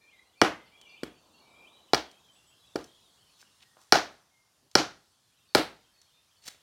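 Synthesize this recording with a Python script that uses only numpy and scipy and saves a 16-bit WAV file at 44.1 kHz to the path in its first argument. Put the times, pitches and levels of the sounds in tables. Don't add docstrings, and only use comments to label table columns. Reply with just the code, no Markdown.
import sys
import numpy as np
from scipy import signal
from scipy.fft import rfft
from scipy.io import wavfile
from scipy.ndimage import uniform_filter1d

SR = 44100
rng = np.random.default_rng(int(sys.argv[2]) if len(sys.argv) > 2 else 0)


def pcm_store(signal):
    levels = np.round(np.clip(np.atleast_2d(signal), -1, 1) * 32767)
    wavfile.write(sys.argv[1], SR, levels.astype(np.int16).T)


N = 291942


def gain(db):
    return 10 ** (np.asarray(db) / 20)


def unit_rms(x):
    return x / np.sqrt(np.mean(x ** 2) + 1e-20)


def at_hz(table, hz):
    table_hz, value = np.transpose(table)
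    return np.interp(np.log(hz + 1), np.log(table_hz + 1), value)


def envelope(levels):
    return gain(np.interp(np.arange(N) / SR, *np.transpose(levels)))


def add(mix, start_s, sound):
    part = mix[max(round(start_s * SR), 0):][:len(sound)]
    part += sound[:len(part)]


def resonate(x, hz, width_hz, passes=2):
    carrier = np.exp(2j * np.pi * np.cumsum(hz * np.ones(len(x))) / SR)
    pole = np.exp(-np.pi * width_hz / SR)
    for _ in range(passes):
        x = 2 * (carrier * signal.lfilter([1 - pole], [1, -pole], x / carrier)).real
    return x


def band_noise(samples, hz, width_hz):
    return unit_rms(resonate(rng.standard_normal(samples), hz, width_hz))


# freq_hz, correlation
COHERENCE = [(60, 1), (300, 1), (3500, 1), (6000, 1), (15000, 0.78)]

def wash(spectrum, levels, band_hz, patch_db):
    frames, hz = N // 256 + 5, np.fft.rfftfreq(1024, 1 / SR)
    a, b, c, d, patches = rng.standard_normal((frames, 513, 5)).T
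    patches = unit_rms(uniform_filter1d(uniform_filter1d(patches, 10, 0), 14, 1))
    coherence = np.clip(at_hz(COHERENCE, hz), -1, 1)[:, None]
    left = a + 1j * b
    right = coherence * left + np.sqrt(1 - coherence ** 2) * (c + 1j * d)
    shape = gain(at_hz(spectrum, hz))
    in_band = (hz > band_hz[0]) & (hz < band_hz[1])
    band_share = np.linalg.norm(shape[in_band]) / np.linalg.norm(shape)
    spectra = np.array([left, right]) * shape[:, None] * gain(patch_db * patches)
    noise = signal.istft(spectra, nperseg=1024, noverlap=768)[1][:, :N]
    return unit_rms(noise) / band_share * envelope(levels)


# freq_hz, density_db
AIR_SPECTRUM = [(30, -39.5), (60, -11), (120, -2.5), (250, -9), (500, -12.5), (1200, -8), (2000, -12.5),
                (2600, -14.5), (3500, -10), (5000, -8.5), (8000, -12.5), (11400, -15.5), (12000, -23.5),
                (13500, -20), (16000, -27)]
DRONE_SPECTRUM = [(25, -37), (42, -12), (60, 3), (80, -6), (160, -16), (300, -39.5)]
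# time_s, level_db
AIR_LEVELS = [(0, -74.5), (1.499, -72), (3.001, -70), (3.9, -70), (4.301, -74), (5.501, -73), (6.62, -72)]
DRONE_LEVELS = [(0, -83), (2.199, -77), (3.2, -78.5), (4.598, -84), (6.62, -81)]

def air():
    hiss = wash(AIR_SPECTRUM, AIR_LEVELS, band_hz=(4500, 11000), patch_db=1.7)
    drone = wash(DRONE_SPECTRUM, DRONE_LEVELS, band_hz=(30, 160), patch_db=1.3)
    whine = gain(-89) * band_noise(N, hz=13550, width_hz=150)
    return hiss + drone + whine


# freq_hz, density_db
TRAFFIC_SPECTRUM = [(90, -29), (200, -1), (350, 0), (700, -1), (1100, -1.5), (1500, -15), (2500, -33.5)]
# time_s, level_db
TRAFFIC_LEVELS = [(0, -73), (.35, -74.5), (.8, -68), (1.2, -69), (1.6, -63), (1.85, -67), (2.5, -75.5),
                  (3.1, -74.5), (3.7, -81.5), (6.3, -85), (6.62, -73.5)]

def traffic():
    return wash(TRAFFIC_SPECTRUM, TRAFFIC_LEVELS, band_hz=(180, 1300), patch_db=0.98)


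def whistle(hz, db, noise_share=0.4, taper=0.5):
    tone = np.sqrt(2) * np.sin(2 * np.pi * np.cumsum(hz) / SR)
    fuzz = band_noise(len(hz), hz, width_hz=160)
    note = np.sqrt(1 - noise_share) * tone + np.sqrt(noise_share) * fuzz
    return gain(db) * note * signal.windows.tukey(len(hz), taper)


def slide(length_s, from_hz, to_hz, settle_s=0.043):
    return to_hz + (from_hz - to_hz) * np.exp(-np.arange(0, length_s, 1 / SR) / settle_s)


# time_s, level_db
CHORUS_LEVELS = [(0, -77.5), (.6, -72.5), (0.901, -68), (1.3, -72.5), (1.8, -75), (2.3, -70.5),
                 (3.301, -72), (3.7, -80), (4.8, -88), (5.3, -77.5), (6.62, -76.5)]

def chorus():
    out = np.zeros(N)
    for when, length, height, bend, loudness in rng.random((420, 5)):
        to_hz = 2850 + 1100 * height ** 0.89
        hz = slide(0.025 + 0.028 * length, to_hz * (0.69 + 0.55 * bend), to_hz)
        add(out, when * N / SR, whistle(hz, 5 * loudness, noise_share=0.85))
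    return unit_rms(out) * envelope(CHORUS_LEVELS)


# slur_s, before_s, after_s, low_db, top_db
BIRD_SLURS = [(.093, .093, .15, -63.5, -72.5), (.958, .123, 0.1, -55.5, -70), (1.65, .272, .22, -58, -67.5)]
# start_s, length_s, level_db
BIRD_PEEPS = [(0.367, 0.063, -67), (0.858, 0.14, -69.5), (1.308, 0.16, -70), (3.257, 0.14, -73),
              (5.1, .06, -78.5), (5.469, 0.098, -70.5), (5.911, 0.2, -71.5), (6.356, 0.09, -72)]
# start_s, length_s, from_hz, to_hz, level_db
BIRD_NOTES = [(0, 0.061, 1820, 1790, -75), (0, .08, 4247, 4230, -77.5), (0.101, 0.12, 2300, 1990, -63),
              (0.338, 0.16, 2200, 2500, -66), (0.539, 0.11, 2060, 2040, -62),
              (0.699, .09, 2180, 2440, -64.5), (.71, 0.14, 3050, 3400, -66.5),
              (0.801, .145, 3400, 2680, -61), (.886, 0.055, 4900, 4650, -67), (0.843, .07, 6080, 6010, -71),
              (1.03, 0.06, 3400, 3240, -61), (1.11, .19, 4600, 4460, -76), (1.33, 0.074, 2680, 2950, -68.5),
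              (1.497, 0.093, 3750, 3700, -72), (1.555, .047, 3300, 3260, -68),
              (1.755, 0.066, 3080, 3030, -67.5), (1.869, 0.081, 3050, 2950, -66),
              (2.037, 0.13, 3560, 3140, -69), (2.229, 0.11, 3620, 3000, -68),
              (2.33, 0.099, 3250, 2640, -74), (2.3, .12, 7860, 7950, -77), (2.459, 0.067, 7900, 7900, -73),
              (2.467, 0.13, 3200, 3180, -73), (2.611, 0.17, 3200, 3550, -69.5),
              (2.623, 0.11, 7690, 7800, -81), (2.656, 0.072, 4000, 3650, -69.5),
              (2.855, .137, 3000, 3370, -70), (3.002, 0.083, 4200, 3560, -69),
              (3.067, .13, 3440, 3320, -76.5), (3.43, .13, 2954, 2790, -72), (3.597, 0.16, 1950, 1850, -75),
              (4.295, 0.14, 2203, 2110, -76.5), (6.12, 0.091, 3630, 3600, -73.5)]

def birds():
    song = np.zeros(N)
    low_hz, top_hz, glide_s = 2390, 3830, 0.032
    swell_db_per_s, creep_hz_per_s = 50, 450
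    for slur_s, before_s, after_s, low_db, top_db in BIRD_SLURS:
        t = np.arange(-before_s, after_s, 1 / SR)
        rise = 1 - np.exp(-(np.maximum(t, 0) / glide_s) ** 1.5)
        hz = low_hz + (top_hz - low_hz) * rise + creep_hz_per_s * t
        db = low_db + (top_db - low_db) * rise + swell_db_per_s * np.minimum(t, 0)
        add(song, slur_s - before_s, whistle(hz, db, taper=0.2))
    peep_hz, sag_hz_per_s = 4470, 1100
    for start_s, length_s, db in BIRD_PEEPS:
        add(song, start_s, whistle(peep_hz - sag_hz_per_s * np.arange(0, length_s, 1 / SR), db))
    for start_s, length_s, from_hz, to_hz, db in BIRD_NOTES:
        add(song, start_s, whistle(slide(length_s, from_hz, to_hz), db))
    song += chorus()
    t, t60_s = np.arange(SR // 2) / SR, 0.55
    smear = rng.standard_normal(len(t)) * gain(-60 * t / t60_s)
    return song + gain(-2.5) * signal.fftconvolve(song, smear / np.linalg.norm(smear))[:N]


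# freq_hz, t60_s
YARD_DECAY = [(100, 0.51), (260, 0.37), (700, 0.26), (1840, 0.3), (4850, 0.25), (12800, 0.24)]
# freq_hz, gain_db
YARD_SPECTRUM = [(100, -6), (300, -6), (700, 6.5), (1500, 2.5), (3000, 6.5), (5000, -0.5), (7000, 2.5),
                 (12000, 2.5)]

def yard_tail(sound, wet_db, blur_octaves, build_s):
    frames, hz = 230, np.fft.rfftfreq(512, 1 / SR)
    power = np.add.reduceat(abs(rfft(sound, 8192)) ** 2, np.arange(0, 4097, 16))
    octave = np.log2(hz + 60)
    blur = np.exp(-((octave[:, None] - octave) / blur_octaves) ** 2)
    colour = np.sqrt(blur @ power / blur.sum(1)) * gain(at_hz(YARD_SPECTRUM, hz))
    t = np.arange(frames) * 128 / SR
    near_walls = gain(-60 * t / at_hz(YARD_DECAY, hz)[:, None])
    far_buildings = gain(-36.5 - 60 * t / 0.81)
    real, imag = rng.standard_normal((2, 257, frames))
    spectra = (real + 1j * imag) * colour[:, None] * (near_walls + far_buildings)
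    tail = signal.istft(spectra, nperseg=512, noverlap=384)[1]
    tail *= np.clip((np.arange(len(tail)) / SR - 0.004) / build_s, 0, 1)
    return gain(wet_db) * tail * np.linalg.norm(sound) / np.linalg.norm(tail)


# start_s, peak_db, centre_hz, width_hz
TICK_EVENTS = [(.814, -42.5, 4460, 4800), (1.549, -67, 1520, 1500), (2.114, -43.5, 4500, 6065),
               (2.842, -40, 5475, 3411), (3.415, -40.5, 5050, 4000), (3.427, -47, 1310, 1830),
               (3.769, -45.5, 796, 882), (3.79, -54, 810, 805), (4.714, -45.5, 5180, 3988),
               (6.016, -45.5, 4930, 4390), (6.46, -41.5, 5050, 9030), (6.479, -28, 5070, 7050),
               (6.483, -29, 4500, 5060), (6.546, -48, 1510, 2960)]

def ticks(t60_s=0.024):
    out, t = np.zeros(N), np.arange(400) / SR
    for start_s, peak_db, centre_hz, width_hz in TICK_EVENTS:
        snap = resonate(rng.standard_normal(len(t)) * gain(-60 * t / t60_s), centre_hz, width_hz)
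        snap = gain(peak_db) * snap / abs(snap).max()
        add(out, start_s, snap)
        add(out, start_s, yard_tail(snap, wet_db=-9, blur_octaves=0.24, build_s=0.02))
    return out


# peak_s, rise_s, fall_s, level_db, centre_hz
SCUFF_EVENTS = [(2.81, .03, .1, -58.5, 4200), (3.405, 0.077, .08, -59, 4800),
                (3.63, 0.072, .05, -56.5, 3050), (3.775, 0.015, .14, -62.5, 870),
                (3.82, .12, .13, -64.5, 5400), (6.478, .055, 0.032, -41, 4600)]

def scuffs(edge_db=-25.5):
    out = np.zeros(N)
    for peak_s, rise_s, fall_s, db, hz in SCUFF_EVENTS:
        t = np.arange(-rise_s, fall_s, 1 / SR)
        level_db = db + edge_db * np.where(t < 0, -t / rise_s, t / fall_s) ** 0.8
        heights = np.minimum(rng.exponential(1, SR // 100), 3)
        clumps = uniform_filter1d(np.repeat(heights, 60), 40)[:len(t)]
        grains = rng.standard_normal(len(t)) * gain(4.5 * clumps)
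        add(out, peak_s - rise_s, gain(level_db) * unit_rms(resonate(grains, hz, width_hz=hz)))
    return out


def swish(start_s=4.615, length_s=0.077, level_db=-70.5):
    out, gust = np.zeros(N), rng.standard_normal(round(length_s * SR))
    for width_hz in (550, 500):
        gust = resonate(gust, hz=250, width_hz=width_hz, passes=1)
    add(out, start_s, gain(level_db) * unit_rms(gust) * signal.windows.tukey(len(gust), 0.5))
    return out


def ring(modes, db, rise_s, scatter, pitch_ratio=1, tilt_db_per_oct=0, hold_s=0):
    hz, mode_db, t60_s = np.transpose(modes)[:, :, None]
    t = np.arange(max(round(t60_s.max() * SR), 2000)) / SR
    phase = scatter * rng.random(hz.shape)
    waves = np.sin(2 * np.pi * (hz * pitch_ratio * t + phase))
    level_db = mode_db + tilt_db_per_oct * np.log2(hz / hz[0]) - 60 * np.maximum(t - hold_s, 0) / t60_s
    sound = (gain(level_db) * waves).sum(0) * (1 - np.exp(-(t / rise_s) ** 2))
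    return gain(db) * sound / np.sqrt(np.mean(sound[:SR // 100] ** 2))


# base_hz, relative_db, t60_s
BLADE_MODES = [(4240, -3, .016), (4630, -1, 0.018), (5330, -0.5, 0.016), (5720, -3, .012),
               (7600, -16, .012), (10370, -18, 0.014)]
LOG_MODES = [(792, -0.5, 0.034), (904, 3.5, 0.023), (1130, -4.5, 0.033), (1340, -4.5, 0.038),
             (1510, 1.5, 0.031), (1825, 0.5, 0.015), (2057, -3.5, 0.021), (2538, -2.5, 0.021),
             (3178, -7.5, 0.031), (3580, -5.5, 0.02)]
STUMP_MODES = [(149, -13, 0.068), (260, -6, 0.01), (341, 6, 0.018), (394, 10.5, 0.013), (532, -1, 0.034)]

def impact(blade_db, blade_ratio, blade_tilt_db_per_oct, log_db, log_tilt_db_per_oct,
           stump_db, stump_lag_s, stump_ratio, splinter_db, scatter=1, treble_db=0):
    blade = ring(BLADE_MODES, blade_db + treble_db, rise_s=0.00023, scatter=0.47, hold_s=0.00073,
                 pitch_ratio=blade_ratio, tilt_db_per_oct=blade_tilt_db_per_oct)
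    log = ring(LOG_MODES, log_db, rise_s=0.00075, scatter=0.93, hold_s=0.0015,
               pitch_ratio=0.92, tilt_db_per_oct=log_tilt_db_per_oct)
    stump = ring(STUMP_MODES, stump_db, rise_s=0.0011, scatter=scatter, hold_s=0.0015,
                 pitch_ratio=stump_ratio)
    out, t = np.zeros(SR // 6), np.arange(2400) / SR
    burst = gain(splinter_db + treble_db - 60 * t / 0.04) * np.minimum(t / 0.00015, 1)
    splinters = burst * band_noise(len(t), hz=6500, width_hz=8100)
    for part in (blade, log, splinters):
        add(out, max(-stump_lag_s, 0), part)
    add(out, max(stump_lag_s, 0), stump)
    return signal.lfilter(*signal.butter(2, 140, "high", fs=SR), out)


# delay_s, relative_db, treble_db
REFLECTIONS = [(.0085, -3.5, -3.5), (0.0186, -7, -4), (0.0313, -8.5, -2), (.046, -11.5, -5),
               (.062, -12.5, -11)]
# base_hz, relative_db, t60_s
AFTER_MODES = [(317, -6.5, 0.14), (715, -7, 0.26), (1431, -3.5, 0.29), (1476, -2, 0.27)]
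WALL_MODES = [(327.7, 0, 0.12), (752, -13, 0.22)]
GROUND_MODES = [(62.7, -6.5, .22), (124, 2.5, 0.085)]
# start_s, wall_db, ground_db, wet_db, after_db,
# blade_db, blade_ratio, blade_tilt_db_per_oct, log_db, log_tilt_db_per_oct,
# stump_db, stump_lag_s, stump_ratio, splinter_db
BLOW_EVENTS = [(0.4154, -33, -54.5, -8.5, -42.5, -21, 1.01, 4.5, -12.5, 0, -14.5, 0.0042, 0.94, -30),
               (1.032, -54, -58.5, -14, -47, -44, 1, -11, -39.5, 4, -29.5, -0.0011, 0.82, -41.5),
               (1.9337, -44.5, -46, -13.5, -50.5, -21.5, 0.93, -8, -17.5, -1.5, -19, -0.00004, 1.1, -32),
               (1.945, -55, -71.5, -11.5, -57.5, -24, 1.02, -8, -25, 5.5, -31.5, -0.00043, 0.87, -29.5),
               (2.7561, -48.5, -59.5, -12, -41, -39, 1.03, -10, -34, -2, -26, -.0018, 1.045, -42),
               (3.923, -36.5, -50, -6.5, -27, -12.5, .99, -2.5, -12.5, 0.5, -17, .003, 1.05, -23.5),
               (4.7531, -34.5, -55.5, -9, -35, -13.5, 0.98, -1.5, -16, -0.5, -16.5, 0.0021, 1.055, -25.5),
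               (5.549, -33, -52, -7.5, -37, -18.5, 0.94, -8, -16.5, 0.5, -15.5, 0.0042, 1.085, -20)]

def blows():
    mid, side = np.zeros(N), np.zeros(N)
    for start_s, wall_db, ground_db, wet_db, after_db, *strike in BLOW_EVENTS:
        direct = impact(*strike, scatter=0.16)
        add(side, start_s, gain(-27.5) * impact(*strike))
        for delay_s, db, treble_db in REFLECTIONS:
            add(mid, start_s + delay_s, gain(db + wet_db) * impact(*strike, treble_db=treble_db))
        tail = yard_tail(direct, wet_db, blur_octaves=0.2, build_s=0.03)
        dropped = strike[6] < 0
        after = ring(AFTER_MODES, after_db, rise_s=0.0017, scatter=1,
                     tilt_db_per_oct=-17 if dropped else -1)
        boom = ring(WALL_MODES, wall_db, rise_s=0.0057, scatter=0.96, pitch_ratio=0.95, hold_s=0.013)
        shudder = ring(GROUND_MODES, ground_db, rise_s=0.006, scatter=0)
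        for part in (direct, tail, after, shudder):
            add(mid, start_s, part)
        add(mid, start_s + 0.04, boom)
        add(side, start_s, gain(-21.5) * shudder)
    return mid, side


def scene():
    mid, side = blows()
    handling = ticks() + scuffs() + swish()
    mid += handling + birds()
    side += 0.28 * np.gradient(handling)
    return np.array([mid + side, mid - side]) + air() + traffic()


def record(dry, low_hz=45, high_hz=16100):
    thin = signal.sosfilt(signal.butter(3, low_hz, "high", fs=SR, output="sos"), dry)
    soft = np.tanh(thin / 1.281) * 1.174
    lowpass = signal.firwin(511, high_hz, window=("kaiser", 9), fs=SR)
    return signal.oaconvolve(soft, lowpass[None], "same")


dry = scene()
out = record(dry)
pcm_store(out)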